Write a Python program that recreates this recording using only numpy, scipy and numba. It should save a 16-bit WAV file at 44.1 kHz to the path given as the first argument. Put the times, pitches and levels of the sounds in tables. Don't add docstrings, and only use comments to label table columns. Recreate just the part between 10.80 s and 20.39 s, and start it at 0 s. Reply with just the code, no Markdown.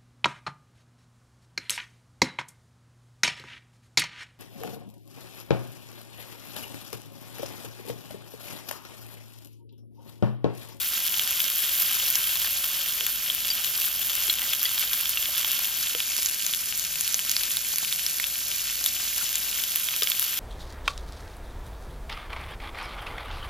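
import sys
import numpy as np
from scipy import signal
from scipy.fft import rfft, irfft, next_fast_len
from scipy.io import wavfile
from scipy.ndimage import uniform_filter1d
from numba import njit

SR = 44100
rng = np.random.default_rng(int(sys.argv[2]) if len(sys.argv) > 2 else 0)


def nominal_scale(level):
    x = np.asarray(level, float) / 20
    return 10 ** x


def inscribe(sig):
    pcm = np.round(np.clip(np.atleast_2d(sig).T, -1, 1) * 32767)
    wavfile.write(sys.argv[1], SR, pcm.astype(np.int16))


N = 422919
FFT_N = next_fast_len(N)
HZ = np.maximum(np.arange(FFT_N // 2 + 1) * SR / FFT_N, 1)

# time_s, level_db
HEAT = [(0.0, -29), (0.91, -28), (1.17, -27), (1.76, -29), (2.59, -30.5), (3.26, -29.5), (3.42, -28.5),
        (3.63, -29), (4.41, -29), (4.73, -29), (5.82, -31.5), (7.08, -30.5), (7.29, -31), (8.76, -29.5),
        (9.59, -31)]
# time_s, turn_0_to_1
PHONE_TURN = [
    (0, 0),
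    (4.85, 0),
    (5.3, 0.94),
    (8.2, 0.9),
    (8.8, 0.5),
    (9.59, 0.12),
]
# freq_hz, facing_db, turned_db
SIZZLE_COLOUR = [(250, -24, -17.5), (530, -17, -19), (903, -13.5, -17), (1630, -7, -7.5),
                 (1830, -10.5, -12), (2440, -5, -5), (3200, 2, -3), (4000, -4, -4), (5100, -3, -2.5),
                 (6860, -1.5, 0), (10230, 10, 6), (13230, 17, 6), (15300, 6, -1), (15600, 1, -14.5)]
# centre_s, half_length_s, swell_db
STEAM_JETS = [
    (0.76, .03, 2),
    (1.015, .04, 6),
    (1.3, .05, 2),
    (2.98, .03, 3),
    (4.75, .02, 3),
    (4.855, .025, 3),
    (8.06, .03, 3),
    (9.4, .04, 2),
]
# freq_hz, density_db_per_hz
RUMBLE = [(15, -31), (25, -6), (64, -0.5), (102, -2.5), (237, -5.5), (293, -8.5), (436, -14.5), (600, -6.5),
          (780, -15), (1320, -120)]
# freq_hz, waver_hz, level_db
FAN_HUM = [(51.3, 3.5, -57.5), (153.8, 2.2, -67), (239.3, .9, -68), (433, 2.5, -75), (610, 20, -68.5),
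           (720, 20, -70)]
# start_s, peak_db, bubble_hz
LARGE_POPS = [(0.394, -5.5, 3340), (0.602, -6, 3270), (1.113, -16, 3020), (1.555, -11.5, 4200),
              (2.2072, -9.5, 3180), (2.8449, -13, 3700), (3.497, -7, 3500), (3.6173, -14, 3150),
              (3.733, -7, 3300), (3.8532, -13, 3320), (3.979, -10, 3250), (4.131, -10, 3430),
              (4.2552, -13, 3320), (4.6458, -8, 3360), (4.7093, -15, 3320), (5.1485, -10.5, 3100),
              (5.2025, -8.5, 3130), (5.7356, -9, 3600), (6.3909, -12, 3040), (6.6329, -13, 4220),
              (6.7687, -10, 3950), (7.1248, -10, 3540), (7.398, -10, 2100), (7.44, -9, 3400),
              (8.0606, -8, 3600), (8.9575, -12, 3260), (9.0858, -10, 3440), (9.2209, -5.5, 3500),
              (9.2714, -8.5, 3200), (9.3169, -7, 3470)]
# start_s, peak_db, bubble_hz
HIGH_SPITS = [(0.1346, -17, 4970), (0.3826, -13, 6800), (0.6409, -9, 5500), (1.28, -13, 5100),
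              (1.354, -4, 6130), (2.7017, -9.5, 4660), (5.3789, -12, 5320), (5.4588, -3, 6760),
              (5.664, -3.5, 7150), (5.995, -12, 6970), (6.3426, 0, 6300), (6.4941, -5, 6400),
              (6.5141, -11, 6890), (6.7147, -14, 7400), (6.983, -12, 4500), (6.5646, -2.5, 4850),
              (6.9581, -10, 6400), (7.2635, -4, 5500), (8.04, -10, 6720), (8.3788, -16, 5180),
              (8.555, -4, 7190)]
# start_s, peak_db
MEDIUM_POPS = [(0.2816, -14), (0.3404, -14), (0.7901, -16), (0.838, -14), (1.198, -14), (1.44, -14),
               (1.8402, -13), (2.2645, -15), (2.6474, -13.5), (2.779, -15), (3.047, -16), (3.2266, -16),
               (3.2964, -15), (3.585, -13), (4.3717, -14), (4.4263, -15), (4.4558, -13.5), (4.5491, -15),
               (4.5662, -14), (4.6292, -14), (5.3178, -15), (5.9237, -12.5), (7.0469, -15), (7.193, -14),
               (7.555, -16), (7.7146, -14.5), (7.898, -17), (8.1641, -16), (8.8363, -15), (9.394, -18)]
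# start_s, peak_db
LOUD_SNAPS = [(0.3826, -4), (0.7598, -1.5), (0.9998, -3), (1.022, 0), (1.3026, 0), (1.6453, -5),
              (2.266, 1), (2.549, -4), (2.9773, -5), (3.0003, -4), (3.0435, -3), (3.3534, -1),
              (3.5295, -3), (3.733, -3), (3.8302, 1), (3.9951, -3), (4.1322, -5), (4.294, -1),
              (4.7173, -2), (4.846, -4), (5.977, -6), (6.2099, -2), (6.5155, -3), (6.7699, -1.5),
              (6.984, -1), (8.0618, 1), (8.9588, -1), (9.234, 1), (9.3007, -1.5), (9.396, 0)]
# start_s, length_s, mean_db
SNAP_RUNS = [
    (0.95, 0.1, -7),
    (1.19, .2, -10),
    (3.15, .15, -12),
    (4.72, 0.16, -11),
    (5.419, .15, -8.5),
    (9.41, 0.045, -9),
]
# start_s, pitch_hz, level_db, t60_s
STEAM_WHISTLES = [(2.703, 4694, -15, 0.07), (2.5, 3270, -13, .03), (2.716, 3200, -22, .04),
                  (2.713, 5400, -28, 0.063), (3.497, 2300, -31, .06), (3.497, 3320, -14, 0.053),
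                  (3.497, 4120, -16, 0.047), (3.625, 2024, -28, 0.097), (3.855, 2000, -25, 0.067),
                  (3.854, 3340, -22, 0.069), (3.854, 4710, -21, .05), (4.373, 2756, -19, .04),
                  (6.11, 6600, -28, .05), (8.412, 1410, -27, 0.053), (9.221, 3470, -15.5, 0.043),
                  (9.225, 1250, -28, 0.079), (9.222, 5555, -21, .04), (9.233, 4900, -19, 0.027),
                  (3.499, 7407, -21, .04)]
# start_s, peak_db, lowest_mode_hz
PAN_KNOCKS = [(0.462, -38, 759), (2.206, -37, 480), (2.232, -42, 428), (3.485, -38, 352), (3.624, -37, 820),
              (4.487, -35, 630), (4.644, -32, 900), (1.555, -36, 1100), (1.84, -37, 1100),
              (5.149, -27, 485), (6.343, -37, 610), (7.397, -40, 999), (9.221, -28, 455)]
# freq_ratio, level_db, t60_s
PAN_MODES = [(1.0, -1.2, .06), (1.2, -4.5, .04), (2.7, -11, .04), (4.4, -15, .035)]
# freq_hz, right_lead_rad
PORT_LEAD = [(100, -.1), (700, -.6), (1100, -.1), (1500, 0), (2400, 0), (3400, -.6), (4450, -.3),
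             (5150, -.6), (5800, 1.5), (6600, .8), (7200, 1.2), (7550, 2.3), (8000, 2.3), (8300, 2.9),
             (8950, 3.35), (9400, 3.75), (11200, 4.75), (12800, 5.7), (13300, 6.283)]
# freq_hz, right_facing_db, right_turned_db, unrelated_share_0_to_1
PORT_LEVELS = [(100, -.9, -.9, .02), (450, -1.5, -3, .15), (860, -5.5, -7.5, .2), (1300, -1.2, -6, .06),
               (1650, 0, -1.5, 0), (1900, 0, 0, 0), (2400, 0, 0, 0), (3200, 0, 0, .02), (6000, 0, 0, .06),
               (8000, 0, 0, .05), (8500, 0, 0, .008), (12000, 0, 0, .07), (13300, 0, 0, 0)]

RUMBLE_DB, FIZZ_DB, SPIT_DB = -56, -1, -3.5
SPIT_PER_HEAT = 0.83
RISE_S = .0014
POP_T60_S, SPIT_T60_S, STRAY_T60_S = 0.026, .022, .035
POP_SNAP_DB = -10
STRAY_POP_HZ, STRAY_POP_DB, STRAY_SNAP_DB, STRAY_SPREAD_DB = 3600, -20, -12, 3.5
MEDIUM_FACING_HZ, MEDIUM_TURNED_HZ = 3300, 2900
SNAP_FACING_HZ, SNAP_TURNED_HZ = 12600, 10900


def level(x, db):
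    return x * nominal_scale(db) / np.sqrt(np.mean(x ** 2))


def over_hz(table, index=1):
    table = np.array(table, float)
    return np.interp(np.log(HZ), np.log(table[:, 0]), table[:, index])


def over_time(table, index=1):
    table = np.array(table, float)
    return np.interp(np.arange(N) / SR, table[:, 0], table[:, index])


def shape(x, gain):
    return irfft(rfft(x, FFT_N) * gain, FFT_N)[:N]


def walk(rate_hz):
    k = int(SR / rate_hz)
    held = np.repeat(rng.standard_normal(N // k + 1), k)
    return 1.05 * uniform_filter1d(uniform_filter1d(held, k), k)[:N]


@njit
def rings(s, hz, t60, size, glide):
    out = np.zeros(N)
    for k in range(len(s)):
        i, z = int(s[k] * SR), size[k] + 0j
        p = np.exp(2j * np.pi * hz[k] / SR - np.log(1000) / (t60[k] * SR))
        turn = np.exp(2j * np.pi * hz[k] / SR * glide / (t60[k] * SR))
        for j in range(max(i, 0), min(i + int(t60[k] * SR) + 2, N)):
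            out[j] += z.imag
            z, p = z * p, p * turn
    return out


def bubbles(rate_hz, lo_hz, hi_hz, scatter_db, cycles, clump_db):
    count = int(rate_hz * N / SR)
    chance = rng.random((count, 4)).T
    hz = lo_hz + (hi_hz - lo_hz) * chance[1]
    rarity = np.minimum(-np.log(1 - chance[2]), 4.5)
    size = nominal_scale(rarity * scatter_db) * np.sqrt(hz / hi_hz)
    t60 = cycles * (1 + 2 * chance[3]) / hz
    bursts = rings(chance[0] * N / SR, hz, t60, size, 0.21)
    return level(bursts * nominal_scale(clump_db * walk(50)), 0)


def sizzle(turn):
    steam = rng.standard_normal(N) * nominal_scale(1.7 * walk(60) + 0.95 * walk(20))
    tick_db = 4 * np.minimum(rng.exponential(size=N), 4.2) + 2.3 * walk(35)
    ticks = rng.standard_normal(N) * (rng.random(N) < .02) * nominal_scale(tick_db)
    bed = level(steam, -2) + level(ticks, -3.5)
    bed = bed + nominal_scale(-2) * bubbles(3000, 500, 8000, 3.4, 4, 1.9)
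    bed = bed + nominal_scale(-3) * bubbles(3000, 8000, 15600, 3.1, 7, 2.1)

    heat_db = over_time(HEAT)
    mean_db = heat_db.mean()
    time_s = np.arange(N) / SR
    jets_db = sum(db * np.exp(-((time_s - s) / half) ** 2) for s, half, db in STEAM_JETS)
    fizz_db = heat_db + FIZZ_DB
    spit_db = mean_db + SPIT_PER_HEAT * (heat_db - mean_db) + SPIT_DB + jets_db
    high = 1 / (1 + (8000 / HZ) ** 6)
    out = 0
    for band, db in ((1 - high, fizz_db), (high, spit_db)):
        facing, turned = (level(shape(bed, band * nominal_scale(over_hz(SIZZLE_COLOUR, k))), 0) for k in (1, 2))
        out = out + nominal_scale(db) * ((1 - turn) * facing + turn * turned)
    return out


def room():
    out = level(shape(rng.standard_normal(N), nominal_scale(over_hz(RUMBLE))), RUMBLE_DB)
    for hz, waver_hz, db in FAN_HUM:
        swell = nominal_scale(2.8 * walk(7))
        phase = 2 * np.pi * np.cumsum(hz + waver_hz * walk(9)) / SR
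        out = out + level(swell * np.sin(phase), db)
    return out


def strays(start_s, length_s, db, count):
    chance = rng.random((count, 3)).T
    s = start_s + length_s * (np.arange(count) + chance[0]) / count
    return s, db + STRAY_SPREAD_DB * (2 * chance[1] - 1), 2 * chance[2] - 1


def splash(s, hz, t60, db, count, cycles, spread, delay, child_db):
    chance = rng.random((len(s), count, 4)).transpose(2, 0, 1)
    late = -np.log(1 - chance[0]) * delay * t60[:, None]
    child_hz = np.clip(hz[:, None] * 2 ** (spread * (2 * chance[1] - 1)), 300, 15600)
    size = nominal_scale(db[:, None] + child_db - 60 * late / t60[:, None]) * (2 * chance[2] - 1)
    start = s[:, None] + late - .02 * t60[:, None]
    child_t60 = 8 * (1 + chance[3]) / child_hz
    drops = rings(start.ravel(), child_hz.ravel(), child_t60.ravel(), size.ravel(), 0.12)
    crack = rings(s, 1.7 * hz, 3 / hz, nominal_scale(db), 0.)
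    return rings(s, hz, cycles / hz, nominal_scale(db), 0.11) + crack + drops


def pops(turn):
    big_s, big_db, big_hz = np.vstack([LARGE_POPS, HIGH_SPITS]).T
    medium_s, medium_db = np.transpose(MEDIUM_POPS)
    medium_turn = turn[(medium_s * SR).astype(int)]
    medium_hz = MEDIUM_FACING_HZ + (MEDIUM_TURNED_HZ - MEDIUM_FACING_HZ) * medium_turn
    stray_s, stray_db, size = strays(0, N / SR, STRAY_POP_DB, count=70)
    s, db = np.r_[big_s, medium_s, stray_s], np.r_[big_db, medium_db, stray_db]
    hz = np.r_[big_hz, medium_hz, STRAY_POP_HZ * 2 ** (.6 * size)]
    counts = [len(LARGE_POPS), len(HIGH_SPITS), len(medium_s) + len(stray_s)]
    t60 = np.repeat([POP_T60_S, SPIT_T60_S, STRAY_T60_S], counts)
    return splash(s + RISE_S, hz, t60, db, count=14, cycles=15.4, spread=0.7, delay=.09, child_db=-13)


def snaps(turn):
    big_s = np.vstack([LARGE_POPS, HIGH_SPITS])[:, 0]
    groups = [np.transpose(LOUD_SNAPS), np.array([big_s + RISE_S, np.full(len(big_s), POP_SNAP_DB)])]
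    groups += [np.array(strays(*row, count=6)[:2]) for row in SNAP_RUNS]
    groups.append(np.array(strays(0, N / SR, STRAY_SNAP_DB, count=36)[:2]))
    s, db = np.hstack(groups)
    snap_turn = turn[np.clip(s * SR, 0, N - 1).astype(int)]
    hz = SNAP_FACING_HZ + (SNAP_TURNED_HZ - SNAP_FACING_HZ) * snap_turn
    hz = hz * (1 + .04 * rng.standard_normal(len(s)))
    t60 = np.full(len(s), .012)
    return splash(s, hz, t60, db + 4.5, count=8, cycles=7, spread=.45, delay=.07, child_db=-8)


def knocks():
    s, db, hz = np.transpose(PAN_KNOCKS)
    return sum(rings(s + RISE_S, hz * ratio, np.full(len(s), t60), nominal_scale(db + mode_db), 0.)
               for ratio, mode_db, t60 in PAN_MODES)


def whistles():
    s, hz, db, t60 = np.transpose(STEAM_WHISTLES)
    return rings(s, hz, .8 * t60, nominal_scale(db), 0.) * nominal_scale(3.5 * walk(500))


def crackle(turn):
    small = 1 / (1 + (1350 / HZ) ** 2.2) / (1 + (HZ / 15000) ** 12)
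    bursts = pops(turn) + snaps(turn) + whistles()
    return shape(bursts, small) + shape(knocks(), 1 / (1 + (250 / HZ) ** 3))


def smear(near):
    tail = rng.standard_normal(4000) * nominal_scale(-60 * np.arange(4000) / SR / 0.052)
    return near + nominal_scale(-34) * signal.fftconvolve(near, tail)[:N]


def ports(sound, turn):
    other = level(sound * walk(120), 0) * np.std(sound)
    share = np.clip(over_hz(PORT_LEVELS, 3), 0, 1)
    phase = np.exp(.5j * over_hz(PORT_LEAD))
    direct, diffuse = np.sqrt(1 - share / 2), np.sqrt(share / 2)
    left = shape(sound, direct / phase) + shape(other, diffuse / phase)
    right = shape(sound, direct * phase) - shape(other, diffuse * phase)
    facing, turned = (shape(right, nominal_scale(over_hz(PORT_LEVELS, k))) for k in (1, 2))
    return np.array([left, (1 - turn) * facing + turn * turned])


def scene():
    turn = np.clip(over_time(PHONE_TURN), 0, 1)
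    return ports(sizzle(turn) + smear(crackle(turn)) + room(), turn)


def low_pass(x):
    return signal.sosfilt(signal.butter(12, 16190, fs=SR, output="sos"), x)


def record(dry):
    band = 1 / (1 + (40 / HZ) ** 6) * (HZ < 15820)
    mix = np.array([shape(x, band) for x in np.tanh(dry)])
    return low_pass(mix)


dry = scene()
out = record(dry)
inscribe(out)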